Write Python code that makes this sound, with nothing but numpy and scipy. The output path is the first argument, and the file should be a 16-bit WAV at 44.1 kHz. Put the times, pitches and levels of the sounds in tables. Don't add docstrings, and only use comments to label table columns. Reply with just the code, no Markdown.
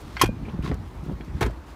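import sys
import numpy as np
from scipy import signal
from scipy.fft import rfft, irfft
from scipy.io import wavfile
from scipy.ndimage import uniform_filter1d

SR = 44100
rng = np.random.default_rng(int(sys.argv[2]) if len(sys.argv) > 2 else 0)


def makeup_ratio(level_db):
    decades = np.asarray(level_db, float) / 20
    return 10 ** decades


def dump(signal):
    limited = np.clip(np.atleast_2d(signal).T, -1, 1)
    pcm = np.round(limited * 32767).astype(np.int16)
    wavfile.write(sys.argv[1], SR, pcm)


N = 77175

# start_s, peak_db, rattle_s, brightness_db_per_octave
LATCH_BLOWS = [
    (0.2138, -8.5, 0.00344, 4.5),
    (.2155, -5, 0.0064, 1.5),
    (0.2186, -6.5, 0.00586, 2),
    (.2225, -16.5, 0.0017, -3.5),
    (0.228, -22, 0.005, 1),
    (0.2365, -16, 0.0049, -0.5),
    (0.2406, -17.5, 0.007, -1),
    (0.2577, -24, 0.00895, 0),
    (0.276, -37.5, 0.0035, 1.5),
]
# pitch_hz, level_db, t60_s
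LATCH_MODES = [(926, 6, 0.0686), (1560, -1.5, 0.093), (1150, 0, 0.0432), (2052, 3.5, 0.0433),
               (2506, 2, 0.071), (2727, -2.5, 0.044), (3213, -0.5, 0.07), (3510, -12, 0.064),
               (4224, -1.5, 0.05), (4656, -7, 0.069), (5130, -7.5, 0.067), (5740, -5.5, 0.056),
               (6337, -11, 0.098), (7630, -17, 0.0276)]
# freq_hz, level_db
LATCH_CRACK = [(250, -39.5), (450, -20), (680, -8.5), (1000, -7.5), (1400, -5), (4300, -15.5), (12500, -20),
               (16000, -31)]
# start_s, level_db, pitch_hz
SPRINGS = [
    (.222, -33, 2433),
    (.2485, -36, 2433),
    (.2595, -40, 2433),
    (.183, -46, 3190),
    (.243, -39, 1580),
]
# start_s, peak_db, contact_s, brightness_db_per_octave
LANDING_SLAPS = [(1.4084, -18.5, 0.00184, 9.5), (1.4102, -9, 0.00487, 1), (1.4144, -13.5, 0.00102, 5.5),
                 (1.418, -11.5, 0.0053, 1.5), (1.421, -9.5, 0.00296, -4), (1.425, -9, 0.0029, 3),
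                 (1.4284, -9, 0.0031, 2), (1.434, -16, 0.00346, -3), (1.4396, -23, 0.0018, 5.5),
                 (1.449, -31, 0.0056, 8), (1.454, -16.5, 0.00325, -1), (1.461, -19, 0.00575, 3.5),
                 (1.4667, -24.5, 0.0025, 1.5), (1.474, -29, 0.0037, 1), (1.506, -35, 0.0062, 4)]
# freq_hz, level_db
SLAP_SPECTRUM = [(180, -11.5), (300, 3.5), (546, -7.5), (870, -8), (1300, -4), (2170, -11.5), (2840, -16.5),
                 (16000, -44)]
# pitch_hz, level_db, t60_s
FRAME_MODES = [(298, 3, 0.0172), (390.8, 9.5, 0.046), (640.7, -0.5, 0.0278), (896.3, 0.5, 0.0484),
               (1318, -6, 0.0206), (1664, -4.5, 0.029), (1880, -2, 0.0143), (2231, -8, 0.029),
               (2640, -17.5, 0.022), (3100, -20, 0.0183), (3736, -21, 0.0135)]
# start_s, peak_db, brightness_db_per_octave
TRIM_SNAPS = [(0.626, -41.5, 8), (0.6423, -49, -5), (0.649, -38.5, 7), (0.677, -30, 2), (0.7004, -33, -5.5),
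              (0.7156, -23, -2.5), (0.743, -38.5, 7), (1.039, -50, 7), (1.056, -49.5, 14),
              (1.123, -49.5, 9.5), (1.2085, -41.5, 1), (1.248, -46.5, 5)]
# start_s, peak_db, pitch_hz, t60_s
THUDS = [(0.036, -25.5, 56.5, 0.1384), (0.202, -31.5, 79.4, 0.09), (.325, -21.5, 138, 0.045),
         (0.441, -33, 171.7, 0.067), (0.561, -25.5, 63.6, 0.128), (0.2138, -10.5, 448, 0.0181),
         (1.128, -25.5, 67.6, 0.178), (1.19, -26.5, 75.3, 0.178), (0.989, -27.5, 62.8, 0.12),
         (1.291, -25, 79.8, 0.075), (1.685, -33.5, 99, 0.082), (.483, -28.5, 558, 0.0184),
         (0.224, -19.5, 122.7, 0.343), (0.2363, -3.5, 378.3, 0.0262), (0.244, -15.5, 49.1, 0.211),
         (0.29, -13.5, 238.9, 0.0373), (0.294, -19.5, 93.6, 0.0526), (0.392, -24, 125.3, 0.0622),
         (.481, -25.5, 229.8, 0.065), (0.53, -27.5, 141.4, 0.193), (.542, -23, 194.5, 0.066),
         (.589, -15, 183.1, 0.0344), (0.593, -11, 66.8, 0.0524), (0.635, -18, 144.8, 0.094),
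         (0.648, -19.5, 157.5, 0.045), (0.673, -22.5, 205.7, 0.0696), (0.697, -14.5, 170.6, 0.0726),
         (0.7138, -15, 287.7, 0.0407), (0.718, -15, 75.3, 0.1072), (.79, -26, 96.2, 0.242),
         (1.028, -21, 157.4, 0.052), (1.063, -21.5, 212.6, 0.023), (1.081, -19, 168.7, 0.097),
         (1.095, -21, 302, 0.0448), (1.113, -23.5, 208.2, 0.106), (1.204, -23, 220, 0.0379),
         (1.277, -26.5, 169.2, 0.06), (1.346, -20.5, 82.3, 0.145), (1.4119, -17, 367.5, 0.072),
         (1.418, -15, 116.2, 0.076), (1.439, -18.5, 61.23, 0.33), (1.464, -18.5, 265.7, 0.052)]
# start_s, peak_db, pitch_hz, t60_s
TICKS = [(.161, -38.5, 3894, 0.032), (.167, -24, 1636, 0.036), (.1675, -24.5, 2098, 0.0364),
         (.168, -27.5, 881, 0.031), (0.168, -32.5, 4410, 0.052), (.172, -21, 1540, 0.0188),
         (0.177, -35, 2155, 0.038), (.201, -28, 3170, 0.0335), (.2138, -2, 1054, 0.0237),
         (0.194, -31, 3188, 0.067), (0.196, -28.5, 2200, 0.16), (.452, -41, 2350, 0.101),
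         (0.486, -35.5, 2462, 0.0226), (.494, -38, 2668, 0.0304), (.606, -37.5, 1970, 0.013),
         (0.625, -38.5, 2470, 0.0135), (.6435, -28, 1288, 0.0172), (.66, -34.5, 3990, 0.0185),
         (0.667, -42, 3870, 0.0225), (1.4135, -15, 875.3, 0.0483), (0.677, -32.5, 1390, 0.023),
         (.686, -42.5, 3410, 0.019), (0.63, -40, 2990, 0.0177), (0.65, -36.5, 3880, 0.017),
         (.661, -32, 2160, .02), (0.662, -28, 1150, 0.047), (.7152, -26.5, 1972, 0.0105),
         (.721, -26, 1210, 0.0104), (0.7457, -44.5, 5220, 0.0088), (1.097, -30, 948, 0.0088),
         (1.2087, -31.5, 2146, 0.0188), (1.211, -48, 3350, 0.056), (1.412, -42, 3380, 0.029),
         (1.428, -27, 3772, 0.0357), (1.498, -26.5, 612, 0.0242)]
# start_s, length_s, level_db, brightness_db_per_octave
SCRAPES = [(0, 0.0293, -54, 8.5), (0, 0.31, -53.5, 4), (0.166, 0.027, -59.5, 20), (0.192, 0.0544, -38.5, 3),
           (0.419, 0.1646, -53, -0.5), (0.629, 0.081, -41.5, 1), (0.702, 0.0598, -42, -2.5),
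           (1.029, 0.062, -55, 0.5), (1.335, 0.191, -52.5, 1.5), (1.413, 0.017, -40.5, -6.5),
           (1.435, 0.0527, -37, -6.5), (1.661, 0.085, -57.5, 5.5), (0.765, 0.78, -65, 6.5),
           (1.238, 0.056, -62, 4.5)]
# freq_hz, level_db
FABRIC = [(240, -37), (400, 7), (520, -6), (1250, -4.5), (1900, -10), (4110, -16), (16000, -41.5)]
# time_s, rumble_db
MOTION = [
    (0.0, -42),
    (0.12, -39.5),
    (0.432, -36.5),
    (0.662, -36.5),
    (0.818, -39),
    (1.018, -39),
    (1.178, -40.5),
    (1.35, -36.5),
    (1.564, -40.5),
    (1.75, -44.5),
]
# freq_hz, level_db
RUMBLE = [(12, -65), (20, -58), (54, 4), (141, -11.5), (200, -25.5), (321, -15), (500, -33), (650, -34),
          (1100, -120)]
# freq_hz, level_db
WASH = [(200, -17), (400, -3), (720, -4), (1060, -3.5), (1880, -12), (2800, -18.5), (4100, -21.5),
        (8000, -31), (16000, -36)]
# time_s, level_db
HUM = [
    (0, -54),
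    (.2, -62.5),
    (.4, -74.5),
    (1.35, -53.5),
    (1.58, -49),
    (1.75, -53),
]


def evened(x):
    return x / np.sqrt(np.mean(x ** 2) + 1e-20)


def coloured(x, spectrum, tilt_db=0):
    hz = np.fft.rfftfreq(len(x), 1 / SR) + 1
    points_hz, points_db = np.transpose(spectrum)
    gain_db = np.interp(np.log(hz), np.log(points_hz), points_db) + tilt_db * np.log2(hz / 2000)
    return evened(irfft(rfft(x) * makeup_ratio(gain_db), len(x)))


def add(mix, start_s, sound):
    part = mix[round(start_s * SR):][:len(sound)]
    part += sound[:len(part)]


def ring(x, hz, t60_s):
    r = makeup_ratio(-60 / (t60_s + 0.000395) / SR)
    w = 2 * np.pi * hz / SR
    return signal.lfilter([np.sin(w)], [1, -2 * r * np.cos(w), r * r], x)


def double_ring(x, hz, t60_s):
    return ring(ring(x, hz, t60_s), hz, t60_s)


def burst(noise, spectrum, contact_s, tilt_db, t60_s):
    t = np.arange(len(noise)) / SR
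    sag_db = -1.5 * np.minimum(t / contact_s, 1)
    fall_db = -60 * np.maximum(t - contact_s, 0) / t60_s
    return np.minimum(t / 0.00065, 1) * coloured(noise, spectrum, tilt_db) * makeup_ratio(sag_db + fall_db)


def struck_modes(noise, contact_s, tilt_db, modes, t60_share=1):
    t = np.arange(len(noise)) / SR
    contacts = (noise ** 3 + 12 * (t == 0)) * np.exp(-4.5 * t / contact_s)
    out = np.zeros(len(noise))
    for k, (hz, mode_db, t60_s) in enumerate(modes):
        gain = (-1) ** k * makeup_ratio(mode_db + tilt_db * np.log2(hz / 2000))
        out += gain * ring(contacts, hz, t60_share * t60_s)
    return out / out[:440].std()


def latch():
    out = np.zeros(N)
    draws = rng.standard_normal((len(LATCH_BLOWS), 2, 6000))
    for (start_s, db, rattle_s, tilt_db), (rattle, hiss) in zip(LATCH_BLOWS, draws):
        crack = burst(hiss, LATCH_CRACK, rattle_s, tilt_db, t60_s=0.0159)
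        steel = struck_modes(rattle, rattle_s, tilt_db, LATCH_MODES, t60_share=0.24)
        add(out, start_s, makeup_ratio(db - 13.5) * (crack + steel))
    return out


def springs():
    out, t = np.zeros(N), np.arange(6000) / SR
    for start_s, db, hz in SPRINGS:
        add(out, start_s, makeup_ratio(db - 60 * t / 0.2) * np.sin(2 * np.pi * hz * t))
    return out


def landing():
    out = np.zeros(N)
    draws = rng.standard_normal((len(LANDING_SLAPS), 2, 4000))
    for (start_s, db, contact_s, tilt_db), (hiss, knocks) in zip(LANDING_SLAPS, draws):
        slap = burst(hiss, SLAP_SPECTRUM, contact_s, tilt_db, t60_s=0.0338)
        frame = struck_modes(knocks, contact_s, tilt_db, FRAME_MODES)
        add(out, start_s, makeup_ratio(db - 15.5) * slap + makeup_ratio(db - 17.5) * frame)
    return out


def trim_snaps():
    out = np.zeros(N)
    for (start_s, db, tilt_db), noise in zip(TRIM_SNAPS, rng.standard_normal((len(TRIM_SNAPS), 4000))):
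        add(out, start_s, makeup_ratio(db) * burst(noise, FABRIC, 0.000515, tilt_db, t60_s=0.0066))
    return out


def thuds():
    rise_cycles, sag, puff_db = 0.249, 0.144, -9
    out, t = np.zeros(N), np.arange(9000) / SR
    for (start_s, db, hz, t60_s), noise in zip(THUDS, rng.standard_normal((len(THUDS), len(t)))):
        fade = makeup_ratio(-60 * t / t60_s)
        rise = 1 - np.exp(-(t * hz / rise_cycles) ** 2)
        swing_hz = hz * (1 - sag + sag * fade)
        swing = np.sin(2 * np.pi * np.cumsum(swing_hz) / SR)
        puff = evened(double_ring(noise, 1.804 * hz, 1.33 / hz))
        add(out, start_s, makeup_ratio(db) * rise * fade * (swing + makeup_ratio(puff_db) * puff))
    return out


def ticks():
    level_db, shake_cycles, shake_db = -6, 3.76, -2
    out, t = np.zeros(N), np.arange(3000) / SR
    for (start_s, db, hz, t60_s), noise in zip(TICKS, rng.standard_normal((len(TICKS), len(t)))):
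        shake = evened(np.diff(double_ring(noise, hz, shake_cycles / hz), prepend=0))
        envelope = makeup_ratio(db + level_db - 60 * t / t60_s) * np.minimum(t / 0.000294, 1)
        add(out, start_s, envelope * (np.sin(2 * np.pi * hz * t) + makeup_ratio(shake_db) * shake))
    return out


def scrapes():
    grains_per_s, grain_db = 4500, 2.8
    out, t = np.zeros(N), np.arange(16000) / SR
    draws = rng.random((len(SCRAPES), 3, len(t)))
    for (start_s, length_s, db, tilt_db), (chance, size, side) in zip(SCRAPES, draws):
        sizes = makeup_ratio(-grain_db * np.log(size + 0.0063))
        grains = (chance < grains_per_s / SR) * np.sign(side - 0.5) * sizes
        x = np.minimum(t / length_s, 1)
        swell = np.sqrt(np.sin(np.pi * x ** 0.75)) * (x < 1)
        add(out, start_s, makeup_ratio(db) * swell * coloured(grains, FABRIC, tilt_db))
    return out


def cabin(x):
    t = np.arange(8000) / SR
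    sparse = (rng.random(len(t)) < 0.05) * (t > 0.002)
    tail = rng.choice([-1., 1.], len(t)) * sparse * makeup_ratio(-60 * t / 0.07)
    tail = signal.lfilter(*signal.butter(1, 3000, fs=SR), tail)
    return signal.fftconvolve(x, tail / np.linalg.norm(tail))[:N]


def motion_db():
    return np.interp(np.arange(N) / SR, *np.transpose(MOTION))


def busy_db():
    return motion_db() - motion_db().mean()


def rumble():
    return coloured(rng.standard_normal(N), RUMBLE) * makeup_ratio(motion_db())


def shuffle():
    pitch_hz, width_hz, level_db, follows, lump_db = 220, 226, -46, 2.48, 4
    lump = round(0.0205 * SR)
    lumps = evened(uniform_filter1d(uniform_filter1d(rng.standard_normal(N), lump), lump))
    rub = evened(double_ring(rng.standard_normal(N), pitch_hz, 2.304 / width_hz))
    return rub * makeup_ratio(level_db + follows * busy_db() + lump_db * lumps)


def traffic_wash():
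    level_db, follows, patch_db = -49.5, 0.031, 1.5
    z = signal.stft(coloured(rng.standard_normal(N), WASH), nperseg=512)[2]
    patches = uniform_filter1d(rng.standard_normal(z.shape), size=6, axis=0)
    patches = evened(uniform_filter1d(patches, size=8, axis=1))
    wash = evened(signal.istft(z * makeup_ratio(patch_db * patches), nperseg=512)[1][:N])
    return wash * makeup_ratio(level_db + follows * busy_db())


def engine_hum():
    pitch_hz, width_hz = 310, 18
    hum = ring(ring(rng.standard_normal(N), pitch_hz, 2.2 / width_hz), pitch_hz, 0.03)
    return evened(hum) * makeup_ratio(np.interp(np.arange(N) / SR, *np.transpose(HUM)))


def scene():
    seat = latch() + springs() + landing() + trim_snaps() + ticks() + scrapes()
    background = rumble() + shuffle() + traffic_wash() + engine_hum()
    return (seat + makeup_ratio(-13) * cabin(seat) + thuds() + background)[None]


def low_pass(x):
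    return signal.sosfilt(signal.butter(12, 16610, fs=SR, output="sos"), x)


def record(dry):
    low_cut_hz, ceiling, edge_hz = 30, 0.61, 15600
    x = signal.lfilter(*signal.butter(2, low_cut_hz, "high", fs=SR), dry)
    x = ceiling * np.tanh(x / ceiling)
    edge = signal.firwin(301, edge_hz, window=("kaiser", 8), fs=SR)
    x = signal.oaconvolve(x, edge[None], "same")
    return low_pass(x)


dry = scene()
out = record(dry)
dump(out)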